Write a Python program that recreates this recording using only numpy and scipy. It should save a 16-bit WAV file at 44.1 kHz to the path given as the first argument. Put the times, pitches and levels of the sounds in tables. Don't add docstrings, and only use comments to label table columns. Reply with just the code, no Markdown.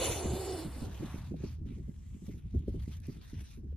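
import sys
import numpy as np
from scipy import signal
from scipy.fft import rfft, irfft
from scipy.io import wavfile
from scipy.ndimage import uniform_filter1d

SR = 44100
rng = np.random.default_rng(int(sys.argv[2]) if len(sys.argv) > 2 else 0)


def store_wav(level_fs):
    pcm = np.round(np.clip(np.atleast_2d(level_fs), -1, 1) * 32767)
    wavfile.write(sys.argv[1], SR, pcm.T.astype(np.int16))


N = 165816
TIME_S = np.arange(N) / SR
FREQ_HZ = np.maximum(np.fft.rfftfreq(N, 1 / SR), 1)

# frequency in Hz, relative gain in dB.
AIR_COLOUR = [(200, 33), (700, 6.5), (2500, -4), (6000, -6), (13000, -80)]
SWISH_COLOUR = [(250, -45), (500, -2), (950, 2), (2800, -11.5), (4500, -22.5)]
SIZZLE_COLOUR = [(4000, -23.5), (7400, -5.5), (10000, -19)]
RUMBLE_COLOUR = [(28, -27), (48, -1.5), (72, 4), (140, -9.5), (220, -19.5), (500, -48), (900, -72),
                 (2500, -98)]
# frequency in Hz, relative gain in dB.
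RUSTLE_COLOUR = [(600, -6.5), (2100, 1.5), (3700, 0.5), (5000, -5), (6200, -5), (7500, -15), (11000, -11.5)]
TICK_COLOUR = [(1500, -15), (3500, 1), (6500, -5), (12000, -1.5)]
# frequency in Hz, relative gain in dB.
THUD_COLOUR = [(50, -3), (110, 1), (200, 2), (310, -6), (420, -14), (700, -62.5)]
FLAP_COLOUR = [(200, 7), (420, 3), (590, 4.5), (760, -20), (1000, -37), (2500, -65)]
ROAR_COLOUR = [(150, -20), (250, -3.5), (330, 2.5), (450, 3), (650, -1.5), (950, -7.5), (1200, -15),
               (1550, -15), (1900, -33), (4500, -53)]
HISS_COLOUR = [(1200, -21.5), (1900, 2.5), (2500, 0), (2950, -1.5), (3250, -4.5), (3560, 1), (3900, -4.5),
               (4250, 3), (4700, -2), (5300, -2), (6400, -2.5), (7400, -1), (8400, -6), (9500, 0.5),
               (10800, -5), (11600, -7.5), (12600, -9.5)]
# frequency in Hz, side gain in dB.
GROUND_WIDTH = [(800, 5.5), (1900, -7), (3900, -4), (7500, 7.5)]
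PORT_WIDTH = [(30, -8), (70, -34.5), (130, -22), (400, -4), (900, 10)]
GUST_WIDTH = [(600, -8), (1800, -28), (2600, 2), (3500, -19.5), (5200, 0), (8000, 2)]

# time in seconds, level in dB.
SWISH_LEVEL = [(0.65, -56), (0.9, -67), (1.08, -55.5), (1.24, -62), (1.31, -72.5), (1.345, -86),
               (1.38, -78), (1.44, -62), (1.59, -88.5)]
# time in seconds, level in dB.
SIZZLE_LEVEL = [(1.55, -100), (1.8, -85), (2.25, -74), (2.42, -100)]
# time in seconds, relative level in dB.
PRESSURE = [(0, -45), (0.06, -45), (0.1, -37), (0.22, -50), (0.28, -39), (0.45, -48.5), (0.73, -49.5),
            (0.8, -47.5), (1.3, -46), (1.8, -46.5), (1.97, -52.5), (2.15, -46), (2.19, -62), (2.3, -48),
            (2.41, -55.5), (2.46, -38), (2.5, -54.5), (2.57, -32), (2.64, -49.5), (2.69, -40), (3.24, -55),
            (3.4, -45), (3.48, -56.5), (3.65, -46)]
# start in seconds, hold in seconds, relative level in dB.
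SCUFFS = [(0.74, 0.45, -60.5), (1.234, 0.061, -66.5), (1.358, 0.068, -67.5), (1.432, 0.1, -64.5),
          (1.658, 0.11, -68.5), (1.777, 0.63, -75.5), (2.246, 0.087, -65.5), (2.322, 0.074, -70.5),
          (2.406, 0.32, -76.5), (2.661, 0.1, -70), (2.785, 0.063, -64.5), (2.865, 0.062, -66.5),
          (2.906, 0.039, -61.5), (3.026, 0.14, -65), (3.209, 0.14, -63.5), (3.367, 0.043, -60.5),
          (3.42, 0.092, -67), (3.497, 0.035, -62.5), (3.67, 0.069, -80)]
# start in seconds, initial level in dB.
TICKS = [(2.591, -64.5), (2.692, -62), (2.969, -61), (3.001, -60), (3.018, -69), (3.068, -57)]
# start in seconds, relative level in dB, hold in seconds.
BUFFETS = [(0.092, -32.5, 0.009), (0.248, -22.5, 0.0074), (0.325, -26.5, 0.018), (0.649, -30.5, 0.021),
           (0.762, -34.5, 0.025), (0.813, -27, 0.013), (0.868, -27.5, 0.013), (0.998, -30, 0.0098),
           (1.023, -26, 0.025), (1.143, -28, 0.0049), (1.181, -34.5, 0.0065), (1.309, -27.5, 0.027),
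           (1.343, -28.5, 0.013), (1.403, -32.5, 0.0082), (1.434, -24, 0.0052), (1.5, -47, 0.009),
           (1.585, -37, 0.053), (1.651, -33, 0.017), (1.69, -34, 0.037), (1.757, -35, 0.038),
           (1.795, -32, 0.0056), (1.881, -30.5, 0.011), (2.145, -36, 0.0098), (2.22, -35, 0.0095),
           (2.283, -27.5, 0.0029), (2.335, -35.5, 0.04), (2.539, -25, 0.014), (2.591, -37, 0.043),
           (2.678, -23, 0.006), (2.741, -24, 0.012), (2.877, -33, 0.014), (3.083, -28.5, 0.0083),
           (3.146, -39.5, 0.051), (3.332, -34.5, 0.008), (3.405, -36, 0.0046), (3.575, -33, 0.0091),
           (3.629, -36, 0.031)]
# centre in seconds, level in dB, pitch in Hz.
SLAPS = [(1.032, -38.5, 450), (1.159, -45, 308), (1.321, -35.5, 368), (1.343, -41.5, 567),
         (1.446, -39.5, 390), (2.298, -37.5, 315), (2.551, -34.5, 292), (2.683, -29.5, 382),
         (2.749, -39.5, 370), (3.728, -48, 432)]
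# time in seconds, pitch in Hz, relative level in dB.
HOWL = [(0.0, 521.3, -40.5), (0.08, 512, -41), (0.125, 449.2, -50.5), (0.25, 341.5, -41.5), (0.4, 388, -41),
        (0.545, 360.7, -39), (0.6, 324.2, -44), (0.68, 282, -49)]
# time in seconds, relative roar level in dB, relative hiss level in dB.
GUST_FORCE = [(0.0, -41.5, -37.5), (0.034, -39.5, -33), (0.218, -46.5, -46), (0.616, -51.5, -48.5),
              (0.684, -64.5, -57.5), (0.852, -54.5, -59.5), (0.9, -60, -86)]
# pitch in Hz, wander rate in Hz, level against the hiss in dB.
WHISTLES = [(2941, 7, -18), (3558, 7, -18)]
# time in seconds, delay in milliseconds.
REFLECTION = [(0, 0.29), (.17, 0.32), (.33, 0.27), (.47, 0.24), (.7, 0.23)]
# time in seconds, centre in Hz.
HOLLOW = [(0, 5200), (0.2, 5280), (0.33, 5500), (0.45, 6100)]

AIR_DB = -66.5
RUMBLE_DB, RUMBLE_LUMPS_DB, RUMBLE_EVENING = 3.5, 2.3, 0.56
SCUFF_ATTACK_S, SCUFF_RELEASE_DB_PER_S = 0.029, 263
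RUSTLE_DB, GRIT_DB, GRAINS_PER_S, GRAIN_SPREAD_DB = -4, -3.5, 980, 3
TICK_DECAY_S = 0.0033
BUFFET_ATTACK_S, BUFFET_RELEASE_DB_PER_S = 0.00455, 510
FLAP_ATTACK_S, FLAP_HOLD_S, FLAP_RELEASE_DB_PER_S = 0.0026, 0.0081, 765
THUD_DB, FLAP_DB = -10.5, 2.5
FLAP_DB_PER_BUFFET_DB = 2.124
SLAP_CYCLES = 0.95
HOWL_DB, HOWL_WANDER_HZ, HOWL_RELEASE_DB_PER_S = -0.5, 24, 241
OCTAVE_DB, OCTAVE_WANDER_HZ = -11, 41
WHISTLE_EVENING = 0.75
GUST_RELEASE_DB_PER_S, ROAR_DB, HISS_DB = 66, 3, 0.5
REFLECTION_SHARE, HOLLOW_WIDTH_HZ = 0.5, 450
GUST_PAN_DB, BUFFET_PAN_DB = -2.5, -1
LEFT_LEAD = 0.31
CUTOFF_HZ = 13200


def from_db(db):
    return 10 ** (np.asarray(db) / 20)


def rms_one(x):
    return x / np.sqrt(np.mean(x ** 2) + 1e-20)


def in_time(rows):
    times_s, *columns = np.transpose(rows)
    return [np.interp(TIME_S, times_s, column) for column in columns]


def seconds_after(rows):
    return np.maximum(TIME_S - rows[-1][0], 0)


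def colour(x, points):
    hz, db = np.transpose(points)
    gain_db = np.interp(np.log(FREQ_HZ), np.log(hz), db)
    return irfft(rfft(x) * from_db(gain_db), N)


def drift(rate_hz):
    pole = np.exp(-2 * np.pi * rate_hz * 20 / SR)
    white = rng.standard_normal(N // 20 + 1002)
    slow = signal.lfilter([1], [1, -2 * pole, pole * pole], white)[1000:]
    return np.interp(np.arange(N) / 20, np.arange(len(slow)), rms_one(slow))


def pan(db):
    return from_db(np.array([[db], [-db]]) / 2)


def even(x, share, size):
    power = uniform_filter1d(np.abs(signal.hilbert(x)) ** 2, size)
    swell = (np.abs(power) + 1e-12) ** (np.clip(share, 0, 1) / 2)
    return rms_one(x / swell)


def spread(mid, side, width, lead=0):
    lead = np.clip(lead, 0, 1)
    quadrature = np.imag(signal.hilbert(mid))
    side = np.sqrt(1 - lead ** 2) * side - lead * quadrature
    return mid + colour(side, width) * np.array([[1], [-1]])


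def noise(spectrum, width, evening=0, lead=0):
    whites = rng.standard_normal((2, N))
    mid, side = (even(colour(white, spectrum), evening, size=700) for white in whites)
    return spread(mid, side, width, lead)


def burst(start_s, db, attack_s, hold_s, release_db_per_s):
    rise = np.clip((TIME_S - start_s) / attack_s + 0.5, 0, 1)
    fade_s = np.clip(TIME_S - start_s - hold_s, 0, 1)
    return rise * from_db(db - release_db_per_s * fade_s)


def flutter(x, patchy_db, rate_hz, count=14):
    centres_hz = np.geomspace(900, 13000, count)
    spectrum = rfft(x)
    out = 0
    for band in np.eye(count):
        part = irfft(spectrum * np.interp(FREQ_HZ, centres_hz, band), N)
        out = out + part * from_db(patchy_db * drift(rate_hz))
    return out


def air():
    swish_db, = in_time(SWISH_LEVEL)
    sizzle_db, = in_time(SIZZLE_LEVEL)
    swish = from_db(swish_db) * noise(SWISH_COLOUR, GUST_WIDTH)
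    sizzle = from_db(sizzle_db) * noise(SIZZLE_COLOUR, GUST_WIDTH)
    return swish + sizzle + from_db(AIR_DB) * noise(AIR_COLOUR, GROUND_WIDTH)


def rumble():
    pressure_db, = in_time(PRESSURE)
    level_db = RUMBLE_DB + pressure_db + RUMBLE_LUMPS_DB * drift(30)
    return noise(RUMBLE_COLOUR, PORT_WIDTH, RUMBLE_EVENING) * from_db(level_db)


def ticks():
    level = np.zeros(N)
    for start_s, db in TICKS:
        decay = np.exp(-np.abs(TIME_S - start_s) / TICK_DECAY_S)
        level += from_db(db) * (TIME_S >= start_s) * decay
    return level * noise(TICK_COLOUR, GROUND_WIDTH, lead=LEFT_LEAD)


def grit():
    size_db = GRAIN_SPREAD_DB * np.minimum(rng.exponential(1, (2, N)), 2)
    sizes = from_db(size_db) * rng.choice([-1, 1], (2, N))
    struck = rng.random(N) < GRAINS_PER_S / SR
    mid, side = colour(sizes * struck, RUSTLE_COLOUR)
    return spread(rms_one(mid), rms_one(side), GROUND_WIDTH, LEFT_LEAD)


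def rustle():
    scuffs = [burst(start_s, db, SCUFF_ATTACK_S, hold_s, SCUFF_RELEASE_DB_PER_S)
              for start_s, hold_s, db in SCUFFS]
    level = np.max(scuffs, axis=0)
    hiss = noise(RUSTLE_COLOUR, GROUND_WIDTH, lead=LEFT_LEAD)
    sand = flutter(hiss + from_db(GRIT_DB) * grit(), patchy_db=3.5, rate_hz=8.4)
    return sand * level * from_db(RUSTLE_DB + 1.5 * drift(68))


def buffets():
    thud, flap = np.zeros((2, N))
    for start_s, db, hold_s in BUFFETS:
        one_thud = burst(start_s, db, BUFFET_ATTACK_S, hold_s, BUFFET_RELEASE_DB_PER_S)
        flap_db = FLAP_DB_PER_BUFFET_DB * db
        one_flap = burst(start_s, flap_db, FLAP_ATTACK_S, FLAP_HOLD_S, FLAP_RELEASE_DB_PER_S)
        thud = np.maximum(thud, one_thud)
        flap = np.maximum(flap, one_flap)
    thuds = from_db(THUD_DB) * thud * noise(THUD_COLOUR, PORT_WIDTH, evening=0.79)
    flaps = from_db(FLAP_DB) * flap * noise(FLAP_COLOUR, PORT_WIDTH, evening=0.51)
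    return (thuds + flaps) * from_db(2.54 * drift(63)) * pan(BUFFET_PAN_DB)


def slaps():
    out = np.zeros(N)
    phases = rng.random(len(SLAPS))
    for (centre_s, db, hz), phase in zip(SLAPS, phases):
        cycles = (TIME_S - centre_s) * hz
        envelope = np.exp(-(cycles / SLAP_CYCLES) ** 2)
        out += from_db(db) * envelope * np.cos(2 * np.pi * (cycles + phase))
    return out * pan(BUFFET_PAN_DB)


def whistle(hz, wander_hz):
    wander = drift(wander_hz) + 1j * drift(wander_hz)
    carrier = np.exp(2j * np.pi * np.cumsum(hz) / SR)
    return even(np.real(wander * carrier), WHISTLE_EVENING, size=400)


def reflected(x):
    delay_ms, = in_time(REFLECTION)
    heard_s = TIME_S - delay_ms / 1000
    copy = np.array([np.interp(heard_s, TIME_S, channel) for channel in x])
    return rms_one(x + np.clip(REFLECTION_SHARE, 0, 1) * copy)


def hollowed(x):
    hz, = in_time(HOLLOW)
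    carrier = np.exp(2j * np.pi * np.cumsum(hz) / SR)
    low = signal.butter(2, HOLLOW_WIDTH_HZ / 2, fs=SR, output="sos")
    band = signal.sosfiltfilt(low, x.mean(axis=0) / carrier) * carrier
    return x - 2 * np.real(band)


def howl():
    hz, level_db = in_time(HOWL)
    octave = from_db(OCTAVE_DB) * whistle(2 * hz, OCTAVE_WANDER_HZ)
    fade_db = -HOWL_RELEASE_DB_PER_S * seconds_after(HOWL)
    return (whistle(hz, HOWL_WANDER_HZ) + octave) * from_db(HOWL_DB + level_db + fade_db)


def gust():
    roar_db, hiss_db = in_time(GUST_FORCE)
    fade_db = -GUST_RELEASE_DB_PER_S * seconds_after(GUST_FORCE)
    roar = noise(ROAR_COLOUR, GUST_WIDTH) * from_db(ROAR_DB + roar_db + fade_db + 0.7 * drift(23))
    hiss = flutter(noise(HISS_COLOUR, GUST_WIDTH, lead=LEFT_LEAD), patchy_db=3.0, rate_hz=17.8)
    hiss = hollowed(reflected(hiss))
    for hz, wander_hz, db in WHISTLES:
        hiss = hiss + from_db(db) * whistle(np.full(N, hz), wander_hz)
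    hiss = hiss * from_db(HISS_DB + hiss_db + fade_db + 0.27 * drift(28))
    return (howl() + roar) * pan(GUST_PAN_DB) + hiss


def scene():
    return air() + rumble() + ticks() + rustle() + buffets() + slaps() + gust()


def record(dry):
    low_pass = signal.ellip(12, 0.1, 80, CUTOFF_HZ, fs=SR, output="sos")
    return signal.sosfilt(low_pass, dry)


dry = scene()
out = record(dry)
store_wav(out)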